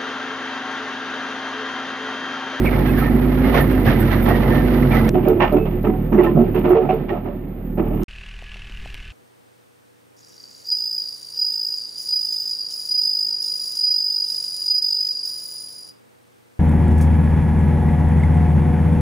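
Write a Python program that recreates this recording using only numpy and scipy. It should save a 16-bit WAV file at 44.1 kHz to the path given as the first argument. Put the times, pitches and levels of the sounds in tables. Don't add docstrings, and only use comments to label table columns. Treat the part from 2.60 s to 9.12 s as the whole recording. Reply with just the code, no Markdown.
import sys
import numpy as np
from scipy import signal
from scipy.fft import rfft, irfft
from scipy.io import wavfile
from scipy.ndimage import uniform_filter1d

SR = 44100
rng = np.random.default_rng(int(sys.argv[2]) if len(sys.argv) > 2 else 0)


def file_out(sig):
    cols = np.atleast_2d(sig).T
    lim = np.clip(cols, -1, 1)
    pcm = np.round(lim * 32767).astype(np.int16)
    wavfile.write(sys.argv[1], SR, pcm)


N = 287616
T, HZ = np.arange(N) / SR, np.fft.rfftfreq(N, 1 / SR)
# (start t/s, end t/s)
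GRINDING, BITING, BESIDE = (0, 2.494), (2.494, 5.438), (5.482, 6.53)


def amp(db):
    return 10 ** (np.asarray(db) / 20)


def unit(x):
    return x / np.sqrt(np.mean(np.atleast_2d(x).mean(0) ** 2) + 1e-20)


def read(points):
    hz, value = np.transpose(points)
    return np.interp(np.log(HZ + 1), np.log(hz + 1), value)


def curves(rows):
    s, *columns = np.transpose(rows)
    return [np.interp(T, s, c) for c in columns]


def during(span):
    return uniform_filter1d(1. * ((T >= span[0]) & (T < span[1])), size=64)


def drift(hz):
    steps = uniform_filter1d(rng.standard_normal(20000), size=4)
    return unit(np.interp(T * hz * 8, np.arange(len(steps)), steps))


def add(mix, s, sound):
    part = mix[round(s * SR):][:len(sound)]
    part += sound[:len(part)]


def tint(x, tone):
    return unit(irfft(rfft(x) * amp(read(tone)), N))


def resonance(hz, width):
    return 1 / (1 + 1j * (HZ ** 2 - hz ** 2) / (width * HZ + 1e-9))


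def whistle(hz, width):
    noise = rfft(rng.standard_normal(N))
    return unit(irfft(noise * resonance(hz, width) ** 2, N))


def fractures(per_s, spread_db):
    out, count = np.zeros((2, N)), int(per_s * N / SR)
    draws = np.random.default_rng(rng.integers(2 ** 31)).random((count, 3, 2))
    for train, (place, size, sign) in zip(out, draws.T):
        level_db = spread_db * np.minimum(-np.log(size), 4)
        train[(place * N).astype(int)] = np.sign(sign - .5) * amp(level_db)
    return out


def burst(length, rise, t60):
    t = T[:SR // 2]
    return (1 - np.exp(-t / rise)) * amp(-60 * np.maximum(t - length, 0) / t60)


def bursts(events, rise, t60):
    power, events = np.zeros(N), list(events)
    for (s, length, db), own_rise in zip(events, rise * np.ones(len(events))):
        add(power, s, (amp(db) * burst(length, own_rise, t60)) ** 2)
    return np.sqrt(power)


# (f/Hz, likeness 0-1)
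PORT_LIKENESS = [(60, 1), (150, .98), (300, .87), (600, .5), (2000, .5), (5000, .4), (12000, .15)]
# (f/Hz, phase/rad)
LEFT_LEAD = [(20, 0), (1950, 0), (2760, .7), (3600, 3.1), (6200, 6), (13000, 6.8)]
# (f/Hz, level difference/dB)
CUT_BALANCE = [(60, 7), (250, -9.5), (700, -2), (2400, -10.5), (4400, 0.5), (8000, 17), (11000, -13)]
BITE_BALANCE = [(60, 6), (250, -7), (700, -3.5), (2400, -6.5), (4400, 1), (8000, 9.5), (11000, -4.5)]


def pair(x, colour, balance):
    a, b = rfft(x) * colour
    same, lean = np.clip(read(PORT_LIKENESS), 0, 1), amp(read(balance) / 2)
    right = (same * a + np.sqrt(1 - same ** 2) * b) * np.exp(-1j * read(LEFT_LEAD))
    return unit(irfft(np.array([a * lean, right / lean]), N))


# (t/s, level/dB before breeze_db)
BREEZE = [(5.5, -47), (5.95, -46), (6.08, -43), (6.14, -38.5), (6.36, -37.5), (6.5, -43.5)]
# (f/Hz, gain/dB)
BREEZE_TONE = [(12, 0.5), (28, 1.5), (50, -3), (100, -14.5), (180, -24), (300, -35), (600, -57)]


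def breeze(breeze_db=3):
    return amp(curves(BREEZE)[0] + breeze_db) * tint(rng.standard_normal(N), BREEZE_TONE)


# (f/Hz, gain/dB)
CLICK_TONE = [(300, -12), (1200, -1), (3000, 1), (7000, -5), (14000, -12)]
# (t/s, level/dB before colouring, t60/s)
CLICKS = [(2.4915, -16, .011), (5.433, -29, .012), (5.824, -43, .008), (6.259, -38, .01),
          (6.3438, -29, .004)]


def clicks():
    out, t = np.zeros(N), T[:SR // 20]
    for s, db, t60 in CLICKS:
        add(out, s, amp(db - 60 * t / t60) * rng.standard_normal(len(t)))
    return irfft(rfft(out) * amp(read(CLICK_TONE)), N)


# (t/s, f/Hz, width/Hz, level/dB)
KNOCKS = [(5.824, 690, 170, -31), (5.959, 680, 170, -36), (6.098, 260, 150, -34), (6.259, 720, 190, -26),
          (6.3439, 2900, 900, -18), (6.3451, 2350, 450, -27)]


def knocks():
    out, t = np.zeros(N), T[:SR // 10]
    for s, hz, width, db in KNOCKS:
        add(out, s, amp(db) * np.exp(-np.pi * width * t) * np.sin(2 * np.pi * hz * t))
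    return out


IDLE_HZ = 39.212
PING_RISE_S, PING_WIDTH_HZ, PING_JITTER, PING_SPREAD_DB = .0005, 250, .06, 3
# (place in the firing cycle 0-1, f/Hz, level/dB, t60/s)
PINGS = [(.0, 2750, -37, .03), (.07, 3000, -42, .025), (.73, 2550, -43, .02)]


def rattle():
    out, t = np.zeros(N), T[:SR // 20]
    cycles = np.arange(np.floor(BESIDE[0] * IDLE_HZ), T[-1] * IDLE_HZ)
    for place, hz, db, t60 in PINGS:
        strength = np.zeros(N)
        for cycle, (late, size) in zip(cycles, rng.uniform(-1.75, 1, (len(cycles), 2))):
            level_db = db + PING_SPREAD_DB * size - 60 * t / t60
            blow = (1 - np.exp(-t / PING_RISE_S)) * amp(level_db)
            add(strength, (cycle + place + PING_JITTER * late) / IDLE_HZ, blow)
        out += strength * whistle(hz, PING_WIDTH_HZ)
    return out


JUMP, UNEVEN_DB, DECAY_CYCLES = 1.7, 2, .27
TICK_AT, TICK_WIDTH, TICK_JUMP = .76, .06, .7
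SWELL_S, SWELL_WIDTH_S, SWELL_DB = 6.24, .05, 2
# (f/Hz, gain/dB)
CLATTER_TONE = [(160, -45), (280, -7.5), (359, -23), (391, -3.5), (432, -16.5), (761, -15), (993, -15.5),
                (1150, -10), (1300, -14), (1660, -5.5), (2030, -5.5), (2570, -5), (3830, -13.5),
                (10200, -32), (15000, -53)]


def clatter(clatter_db=-47.0):
    cycle = IDLE_HZ * T % 1
    tick = TICK_JUMP * np.exp(-((cycle - TICK_AT) / TICK_WIDTH) ** 2)
    jump = JUMP * amp(UNEVEN_DB * drift(21)) * np.exp(-cycle / DECAY_CYCLES)
    firing = unit(1 + tick + jump)
    swell_db = SWELL_DB * np.exp(-((T - SWELL_S) / SWELL_WIDTH_S) ** 2)
    ticks = fractures(per_s=6800, spread_db=2.5)[0]
    return amp(clatter_db + swell_db) * tint(firing * ticks, CLATTER_TONE)


# (f/Hz, width/Hz of one resonance pass, level/dB)
BLOCK = [(1515, 10, -64), (1700, 27, -59), (2450, 60, -61), (2600, 70, -58), (2940, 33, -63)]


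def block_ring():
    return sum(amp(db) * whistle(hz, width) for hz, width, db in BLOCK)


def engine(hz, orders, waver, wobble):
    turns = np.cumsum(hz * np.ones(N)) / SR + wobble * drift(13)
    out = np.zeros(N)
    for k, db in orders:
        strength = amp(db) * (1 + waver * min(k / 3, 1) * drift(12))
        out += strength * np.cos(2 * np.pi * (k * turns + rng.random()))
    return np.sqrt(2) * out


# (multiple of the firing rate, level/dB)
IDLE_ORDERS = [(1, -40.5), (2, -54), (3, -56), (4, -64), (5, -58), (10, -68)]


def beside():
    exhaust = engine(IDLE_HZ, IDLE_ORDERS, waver=.3, wobble=.006)
    return exhaust + clatter() + block_ring() + rattle() + breeze() + knocks()


# (t/s, level/dB before a layer's own gain)
SLOW = [(2.55, -22), (2.67, -23.5), (4.04, -24), (4.18, -33.5), (4.24, -30), (4.9, -31.5), (5.41, -21.5)]
# (multiple of the firing rate, relative level/dB)
SLOW_ORDERS = [(1, 0.5), (2, -8.5), (3, -6), (4, -6), (5, -2), (6, -5.5), (7, -8.5)]


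def slow_exhaust(firing_hz=38.58, exhaust_db=-3):
    lines = engine(firing_hz, SLOW_ORDERS, waver=0.47, wobble=0.041)
    return amp(curves(SLOW)[0] + exhaust_db) * lines * amp([[-1.2], [1.1]])


FREE_HZ, LUG_DB_PER_HZ = 51.4, 2
WHINE_DB_PER_S = 3.3
# (t/s, firing rate f/Hz)
LOADED = [(0, 49.8), (.2, 49.3), (.35, 50.3), (.6, 50.6), (.85, 52.3), (1.14, 51.8), (1.27, 46.3),
          (1.62, 46.4), (1.85, 48.8), (2.05, 50.1), (2.26, 50), (2.33, 46.2), (2.41, 46.8), (2.49, 49)]
# (multiple of the firing rate, level/dB)
LOADED_ORDERS = [(1, -20.3), (2.75, -29), (3, -34), (4.5, -30), (5.25, -35), (7.4, -32), (8.3, -41),
                 (10.5, -43)]
# (multiple of the firing rate, level/dB at the free rate)
LUG_ORDERS = [(2, -33), (3, -35)]
# (multiple of the firing rate, level/dB at t = 0)
WHINE_ORDERS = [(2.8, -35), (6.4, -39), (10, -43), (12, -49)]


def labouring_exhaust():
    hz = curves(LOADED)[0]
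    lines = engine(hz, LOADED_ORDERS, waver=.17, wobble=.003)
    throb = engine(hz, LUG_ORDERS, waver=.25, wobble=.004)
    whine = engine(hz, WHINE_ORDERS, waver=.35, wobble=.002)
    return lines + amp(LUG_DB_PER_HZ * (FREE_HZ - hz)) * throb + amp(WHINE_DB_PER_S * T) * whine


HUM_WAVER_HZ, HUM_WAVER_DB = 1.2, 1.4
# (t/s, f/Hz, level/dB before the partial's own)
HUM = [(0, 246, -22), (.24, 245, -21), (.29, 257, -17.5), (.4, 250, -20), (.55, 250, -17.5),
       (.78, 252, -19), (.86, 263, -18.5), (.97, 260, -24), (1.06, 256, -20), (1.19, 257, -18.5),
       (1.26, 234, -22), (1.46, 230, -19), (1.53, 232, -30), (1.62, 235, -18), (1.75, 238, -26),
       (1.91, 226, -19), (1.97, 249, -20), (2.27, 249, -17.5), (2.33, 224, -19), (2.48, 224, -16.5)]
# (multiple of the hum, relative level/dB)
HUM_PARTIALS = [(.9, -11), (1, .5), (1.24, -13)]


def drive_hum():
    hz, db = curves(HUM)
    out = np.zeros(N)
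    for ratio, partial_db in HUM_PARTIALS:
        pitch = ratio * hz + HUM_WAVER_HZ * drift(14)
        strength = amp(db + partial_db + HUM_WAVER_DB * drift(12))
        out += strength * np.sin(2 * np.pi * np.cumsum(pitch) / SR)
    return out


# (f/Hz, width/Hz, level/dB above its flat bed)
BARREL = [(140, 25, 4), (235, 30, 3), (290, 20, 3), (365, 20, 7), (437, 24, 6), (533, 27, 2), (605, 22, 3),
          (745, 27, 5), (845, 18, 7), (1298, 45, 5), (1803, 18, 9.5), (2020, 32, 6), (2143, 35, 3),
          (2257, 38, 4), (2470, 32, 4), (2700, 35, 3), (2880, 30, 3), (3225, 27, 4), (3570, 45, 5)]


def barrel():
    return 1 + sum((amp(db) - 1) * resonance(hz, width) for hz, width, db in BARREL)


def stall_dip(stall_s=.05, stall_db=-3.5):
    stall = np.zeros(N)
    for s, *_ in BITES:
        add(stall, s - stall_s, np.hanning(round(stall_s * SR * 1.4)))
    return amp(stall_db * np.minimum(stall, 1))


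# (t/s, rumble level/dB, crunch level/dB), before the layer gain and the dips
DRAG = [(2.52, -18, -33.5), (2.75, -22, -31.5), (3.35, -31, -37.5), (3.79, -17.5, -34), (4.24, -23.5, -32),
        (4.83, -31.5, -43.5), (5.16, -33, -43)]
# (f/Hz, gain/dB)
DRAG_RUMBLE = [(20, -36.5), (60, -9.5), (100, -0.5), (150, 5.5), (220, 3), (300, 4.5), (380, 6),
               (480, -13.5), (750, -70.5)]
# (f/Hz, gain/dB)
DRAG_CRUNCH = [(300, -14.5), (500, 10.5), (700, 3.5), (1000, -5.5), (1600, -11.5), (2600, -15.5),
               (3500, -21), (5000, -34), (9000, -94.5)]


def dragging(steel, rumble_db=-1, lumpy_db=2.5):
    rumbling, crunching = amp(curves(DRAG))
    rumble_breaks = fractures(per_s=820, spread_db=3.0)
    crunch_breaks = fractures(per_s=2800, spread_db=0.0)
    lumps = amp(rumble_db + lumpy_db * drift(7.4))
    rumble = lumps * rumbling * pair(rumble_breaks, steel * amp(read(DRAG_RUMBLE)), BITE_BALANCE)
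    crunch = crunching * pair(crunch_breaks, steel * amp(read(DRAG_CRUNCH)), BITE_BALANCE)
    return (rumble + crunch) * stall_dip()


CRUNCH_DB, SCRAPE_DB, BEDDING_DB_PER_S = -32, -39.5, 1.64
SCRAPE_RISE_S, SCRAPE_T60_S = 0.0074, 0.25
# (t/s, length/s, crunch level/dB, scrape level/dB)
SCRAPES = [(0.039, 0.013, -26.5, -30), (0.098, 0.11, -29, -37.5), (0.252, 0.067, -47, -35.5),
           (0.354, .11, -31, -35), (0.83, 0.11, -27.5, -34), (0.937, 0.052, -18.5, -25),
           (1.096, 0.026, -55, -36.5), (1.249, 0.058, -23.5, -27.5), (1.353, 0.16, -43, -37),
           (1.507, 0.032, -27.5, -29.5), (1.653, 0.062, -21, -31), (1.728, 0.14, -29, -38.5),
           (1.872, 0.098, -25.5, -34.5), (2.311, 0.063, -26, -30.5)]


def cutting():
    bed = amp(BEDDING_DB_PER_S * T)
    crunch = bursts([(s, length, db) for s, length, db, _ in SCRAPES], SCRAPE_RISE_S, SCRAPE_T60_S)
    scrape = bursts([(s, length, db) for s, length, _, db in SCRAPES], SCRAPE_RISE_S, SCRAPE_T60_S)
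    return np.hypot(amp(CRUNCH_DB) * bed, crunch), np.hypot(amp(SCRAPE_DB) * bed, scrape)


# (t/s, length/s, relative level/dB)
SQUEALS = [(0.0, 0.11, -7), (0.254, 0.096, -4), (1.095, 0.047, -0.5), (1.233, 0.065, -1),
           (1.387, 0.05, 6.5), (1.495, 0.044, -7), (1.608, 0.062, 4.5), (1.96, 0.036, -13),
           (2.15, 0.05, -10)]


def rubbing():
    out = np.zeros(N)
    for s, length, db in SQUEALS:
        add(out, s, amp(db) * np.sqrt(np.hanning(round(length * SR))))
    return out


# (f/Hz, width/Hz of one resonance pass, level/dB before the rub's own)
SQUEAL_MODES = [(3580, 45, -53), (8100, 40, -56), (12792, 25, -47)]


def squeal():
    return rubbing() * sum(amp(db) * whistle(hz, width) for hz, width, db in SQUEAL_MODES)


SIZZLE_DB = -44
# (f/Hz, gain/dB)
SIZZLE_TONE = [(6000, -59.5), (8900, -41.5), (10000, -10), (11500, -7.5), (13000, -2), (14500, -7),
               (16000, -8)]
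# (f/Hz, gain/dB)
THINNING = [(9000, -9.5), (12000, -3), (13500, 3), (14500, 8.5)]
# (f/Hz, gain/dB)
CHIP_TONE = [(1500, -25), (4000, 0), (8000, -30), (11000, -4), (14500, 5.5)]
# (t/s, snap level/dB before chip_db, spray level/dB)
CHIPS = [(0.385, -30, -31.5), (0.836, -38, -42), (1.008, -38, -31.5), (1.688, -19, -40),
         (2.684, -18.5, -41), (2.924, -24, -44), (3.23, -30, -47), (3.6316, -35, -43), (3.949, -30, -45.5),
         (3.99, -27, -53), (4.092, -27, -42.5), (4.337, -33, -48), (4.8843, -45, -64)]


def grit(chip_db=-4, chip_t60=0.015, follow=0.52, rub_db=-41, drag_db=-28, spray_s=0.011, spray_t60=0.15):
    grains = fractures(per_s=3500, spread_db=-3.0)
    sizzle = amp(1.1 * drift(50)) * pair(grains, amp(read(SIZZLE_TONE)), CUT_BALANCE)
    thin = irfft(rfft(sizzle) * amp(read(THINNING)), N)
    effort = (cutting()[1] / amp(SCRAPE_DB)) ** follow
    ground = np.hypot(amp(SIZZLE_DB) * effort, amp(rub_db) * rubbing())
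    dragged = amp(curves(SLOW)[0] + drag_db)
    spray = bursts([(s, spray_s, db) for s, _, db in CHIPS], rise=0.0016, t60=spray_t60)
    snaps = bursts([(s, .0013, db + chip_db) for s, db, _ in CHIPS], rise=0.00063, t60=chip_t60)
    splinters = fractures(per_s=12000, spread_db=-5.0)
    chips = snaps * pair(splinters, amp(read(CHIP_TONE)), CUT_BALANCE)
    grinding_grit = sizzle * np.hypot(ground, spray) * during(GRINDING)
    biting_grit = thin * np.hypot(dragged, spray) * during(BITING)
    return grinding_grit + biting_grit + chips


GRAVEL_COUNT, GRAVEL_HZ, GRAVEL_CYCLES, GRAVEL_DB, GRAVEL_SPREAD_DB = 420, (750, 2400), 7, 8, 12


def gravel():
    out, t = np.zeros((2, N)), T[:SR // 20]
    for when, pitch, size, side in rng.random((GRAVEL_COUNT, 4)):
        hz = GRAVEL_HZ[0] * (GRAVEL_HZ[1] / GRAVEL_HZ[0]) ** pitch
        envelope = np.exp(-hz * t / GRAVEL_CYCLES) * np.minimum(hz * t, 1)
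        grain = amp(GRAVEL_DB - GRAVEL_SPREAD_DB * size) * envelope * np.sin(2 * np.pi * hz * t)
        for port, share in zip(out, (1 - side, 1 + side)):
            add(port, GRINDING[1] * when, share * grain)
    return out * cutting()[1] * during(GRINDING)


RASP_COUNT, RASP_HZ, RASP_S, RASP_SLIDE = 90, (900, 2200), (.015, .045), .06
RASP_DB, RASP_SPREAD_DB = 2, 10


def rasps():
    out, scraping = np.zeros(N), cutting()[1]
    for when, pitch, span, slide, size in rng.random((RASP_COUNT, 5)):
        swell = np.hanning(round(np.interp(span, (0, 1), RASP_S) * SR))
        sweep = 1 + RASP_SLIDE * (slide - .5) * np.linspace(-1, 1, len(swell))
        hz = np.interp(pitch, (0, 1), RASP_HZ) * sweep
        chirp = swell * np.sin(2 * np.pi * np.cumsum(hz) / SR)
        add(out, GRINDING[1] * when, amp(RASP_DB - RASP_SPREAD_DB * size) * chirp)
    return out * scraping * during(GRINDING) * amp([[-3], [2]])


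SQUEAK_SKEW = .7
# (t/s, f/Hz, level/dB before flutter and lean, length/s, pitch waver/Hz)
SQUEAKS = [(.052, 2300, -23, .05, 150), (.12, 2100, -31, .04, 150), (.29, 2550, -37, .03, 30),
           (.37, 1600, -30, .04, 90), (.41, 1290, -28, .04, 25), (.45, 1810, -29, .05, 20),
           (.94, 2050, -25, .06, 200), (1.0, 1795, -25, .035, 10), (1.10, 2780, -45, .09, 15),
           (1.265, 1800, -23, .05, 60), (1.515, 1950, -30, .05, 110), (1.675, 720, -21, .06, 50),
           (1.685, 1900, -29, .1, 60), (1.89, 1803, -29, .16, 10), (2.31, 2200, -26, .05, 150),
           (2.32, 1297, -31, .09, 12), (2.36, 2019, -32, .07, 25), (2.803, 925, -20, .05, 12),
           (2.805, 1803, -24, .08, 14), (2.96, 2600, -43, .13, 0), (3.525, 5850, -60, .05, 120),
           (3.585, 1950, -28, .03, 120), (3.63, 1310, -29, .06, 10), (3.66, 1803, -30, .04, 10),
           (4.288, 2500, -33, .03, 120), (4.49, 1880, -35, .03, 50)]


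def squeaks():
    out, waver = np.zeros(N), drift(350)
    for s, hz, db, length, waver_hz in SQUEAKS:
        age = np.linspace(0, 1, round(length * SR))
        swell = np.sin(np.pi * age ** SQUEAK_SKEW)
        slip = waver[round(s * SR):][:len(age)]
        pitch = hz + waver_hz * (slip + .5 - age)
        add(out, s, amp(db) * swell * np.sin(2 * np.pi * np.cumsum(pitch) / SR))
    flutter = 1 + .35 * drift(120)
    return out * flutter * amp([[-2], [2]])


# (f/Hz, gain/dB)
CUT_RUMBLE = [(20, -30), (65, 6), (105, 9), (170, 8.5), (215, 7.5), (280, 6), (380, 3.5), (470, -22.5),
              (700, -86.5)]
# (f/Hz, gain/dB)
CUT_CRUNCH = [(300, -6.5), (480, 2.5), (700, 1), (950, -5), (1300, -9), (1700, -28), (3000, -75)]
# (f/Hz, gain/dB)
CUT_SCRAPE = [(900, -5), (1500, 3), (2000, 3.5), (2500, -4.5), (3200, -4), (4200, -9), (6200, -25),
              (7800, -48), (12000, -83.5)]


def grinding(steel, rumble_db=-21.0, surge=0.17, judder_db=1.4):
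    crunching, scraping = cutting()
    load = (crunching / amp(CRUNCH_DB)) ** surge
    coarse = fractures(per_s=800, spread_db=-1.5)
    medium = fractures(per_s=1500, spread_db=2.5)
    fine = fractures(per_s=2500, spread_db=-3.0)
    rumble = amp(rumble_db) * load * pair(coarse, steel * amp(read(CUT_RUMBLE)), CUT_BALANCE)
    crunch = crunching * pair(medium, steel * amp(read(CUT_CRUNCH)), CUT_BALANCE)
    judder = amp(judder_db * drift(45))
    scrape = scraping * judder * pair(fine, steel * amp(read(CUT_SCRAPE)), CUT_BALANCE)
    return rumble + crunch + scrape


GROAN_RISE_S, GROAN_T60_S, SLIP_HZ = .003, .15, 6
# (t/s, length/s, f/Hz, level/dB before the lean)
GROANS = [(2.548, .035, 363, -14), (2.548, .014, 735, -19), (2.55, .015, 620, -24), (2.66, .015, 610, -24),
          (2.669, .05, 363, -12), (2.672, .05, 439, -15), (2.685, .02, 285, -17), (2.775, .045, 356, -18),
          (2.803, .05, 840, -22), (2.915, .017, 610, -20), (2.92, .04, 428, -15), (2.94, .04, 358, -10.5),
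          (2.94, .025, 291, -14), (2.98, .07, 435, -22), (3.12, .025, 360, -19), (3.239, .03, 435, -20),
          (3.255, .075, 215, -18), (3.275, .025, 285, -19), (3.28, .08, 746, -30), (3.524, .03, 355, -14.5),
          (3.525, .025, 215, -12), (3.581, .022, 355, -9), (3.585, .025, 600, -23), (3.6, .03, 428, -21),
          (3.635, .055, 339, -17), (3.635, .02, 850, -25), (3.665, .025, 1020, -28),
          (3.752, .018, 150, -12), (3.765, .03, 353, -17), (3.765, .05, 705, -25),
          (3.775, .045, 234, -10.5), (3.78, .02, 616, -23), (3.805, .025, 423, -18), (3.949, .04, 369, -15),
          (3.95, .04, 444, -22), (4.045, .045, 358, -14), (4.104, .028, 363, -7), (4.11, .12, 740, -27),
          (4.15, .042, 444, -10), (4.15, .09, 374, -17), (4.22, .2, 151, -25), (4.288, .022, 748, -15),
          (4.29, .02, 640, -22), (4.29, .03, 371, -17), (4.325, .025, 441, -16), (4.5, .025, 350, -18),
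          (4.505, .05, 711, -27), (4.685, .025, 571, -31), (5.176, .03, 326, -20), (5.176, .03, 608, -28),
          (5.18, .03, 199, -21)]


def groans():
    out = np.zeros(N)
    for s, length, hz, db in GROANS:
        strength = amp(db) * burst(length, GROAN_RISE_S, GROAN_T60_S)
        pitch = hz + SLIP_HZ * drift(40)[:len(strength)]
        add(out, s, strength * np.sin(2 * np.pi * (np.cumsum(pitch) / SR + rng.random())))
    return out


HARD_RISE_S = .002


def strikes(again_db=-15.5):
    out = np.zeros(N)
    for (s, length, rise, _, crunch_db, *_), slips in zip(BITES, rng.random(size=(len(BITES), 2))):
        add(out, s, amp([crunch_db]) * min(HARD_RISE_S / rise, 1))
        for share in slips:
            add(out, s + share * length, amp([crunch_db + again_db]))
    return out


def causal(tone):
    log_gain = np.log(amp(read(tone)))
    return np.exp(rfft(irfft(log_gain, N) * (1 + np.sign(np.fft.fftfreq(N)))))


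BOOM_LAG_S, JUDDER_DB = .002, 2.2
BITE_T60_S, CRACK_T60_S = 0.22, 0.29
# (f/Hz, gain/dB)
BITE_BOOM = [(70, -26), (140, -8.5), (220, 3), (330, 10.5), (440, 5), (540, -33), (800, -77)]
BITE_CRUNCH = [(330, -66), (560, 11), (750, 5.5), (1000, -7.5), (1300, -6.5), (1700, -32), (3000, -101.5)]
BITE_CRACK = [(600, -24.5), (900, 15.5), (1400, 4.5), (2000, -0.5), (2500, -18.5), (3500, -31),
              (6000, -56.5)]
BITE_EDGE = [(1500, -24), (2200, 4), (2800, 3.5), (3500, -5), (4300, -16.5), (6000, -26), (9000, -66)]
# (t/s, length/s, rise/s, then boom, crunch, crack and edge level/dB before layer gains)
BITES = [(2.542, .012, 0.003, -21, -26.5, -31, -38), (2.623, .02, 0.0087, -30, -33, -35.5, -39),
         (2.66, .044, 0.0066, -20, -24, -36, -40), (2.76, .019, .008, -19.5, -36.5, -39, -49.5),
         (2.799, .04, 0.0051, -22.5, -19.5, -19, -24), (2.922, .032, .002, -19.5, -24.5, -37.5, -40),
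         (2.955, .04, 0.0091, -20, -35, -48, -53), (3.054, .0095, 0.0017, -30, -33, -38.5, -39),
         (3.116, .021, .008, -29, -42.5, -58, -49), (3.24, .012, .0012, -23.5, -30, -37, -40.5),
         (3.256, .035, .008, -15.5, -34.5, -35, -50), (3.521, .028, .002, -17, -31.5, -32.5, -42),
         (3.577, .02, .003, -12, -27.5, -26, -36), (3.621, .02, .005, -23, -29, -33, -30),
         (3.646, .026, .006, -19, -27.5, -32.5, -46), (3.752, .02, 0.0066, -21.5, -25, -48, -53),
         (3.783, .04, 0.0072, -20.5, -31.5, -47, -51), (3.94, .037, 0.0073, -26.5, -33.5, -33.5, -37.5),
         (4.038, .051, .003, -18.5, -28.5, -32.5, -39.5), (4.103, .02, .008, -22, -22, -29.5, -39),
         (4.138, .045, .008, -34.5, -24.5, -34, -42), (4.205, .03, .008, -21, -30, -42.5, -56),
         (4.246, .012, 0.0025, -28.5, -29, -41, -47), (4.289, .019, 0.0027, -37, -26, -32.5, -34.5),
         (4.316, .025, 0.0072, -32, -33, -47.5, -54), (4.482, .022, 0.0056, -38, -43.5, -38.5, -36.5),
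         (4.499, .018, 0.004, -21, -26, -43, -43), (4.53, .02, 0.0069, -29, -28, -39.5, -46),
         (4.634, .06, 0.02, -31.5, -33, -43, -49), (5.173, .044, 0.0038, -21.5, -29, -37, -44),
         (5.233, .11, .01, -30, -36.5, -48, -50.5), (5.32, .078, 0.0091, -32, -38.5, -44.5, -48),
         (5.397, .04, 0.0094, -28.5, -39, -42, -45.5)]


def biting(steel, strike_db=5, crack_share=0.74, crack_db=-1, edge_db=-5):
    s, length, rise, boom, crunch, crack, edge = np.transpose(BITES)
    short = crack_share * length
    judder = amp(JUDDER_DB * drift(60))
    booming = bursts(zip(s, length, boom), rise + BOOM_LAG_S, BITE_T60_S)
    crunching = bursts(zip(s, length, crunch), rise, BITE_T60_S) * judder
    cracking = bursts(zip(s, short, crack + crack_db), rise, CRACK_T60_S) * judder
    edging = bursts(zip(s, short, edge + edge_db), rise, CRACK_T60_S) * judder
    layers = [(booming, BITE_BOOM, 1500), (crunching, BITE_CRUNCH, 1800),
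              (cracking, BITE_CRACK, 1200), (edging, BITE_EDGE, 1200)]
    blow = steel * causal(BITE_CRUNCH)
    struck = irfft(rfft(strikes()) * blow, N) / abs(irfft(blow)).max()
    out = (groans() + amp(strike_db) * struck) * amp([[-3], [2]])
    for strength, tone, per_s in layers:
        breaks = fractures(per_s, spread_db=3.0)
        out = out + strength * pair(breaks, steel * amp(read(tone)), BITE_BALANCE)
    return out


def scene():
    steel = barrel()
    drive = (labouring_exhaust() + drive_hum()) * amp([[-1.6], [1.2]])
    first = (drive + squeal() + grinding(steel)) * during(GRINDING)
    second = (slow_exhaust() + dragging(steel) + biting(steel)) * during(BITING)
    last = beside() * during(BESIDE)
    return first + second + last + grit() + gravel() + rasps() + squeaks() + clicks()


def record(dry, edge_hz=14750):
    held = dry / (1 + abs(dry) ** 8) ** (1 / 8)
    low_pass = signal.firwin(511, edge_hz, window=("kaiser", 9), fs=SR)
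    return signal.oaconvolve(held, low_pass[None], "same")


dry = scene()
out = record(dry)
file_out(out)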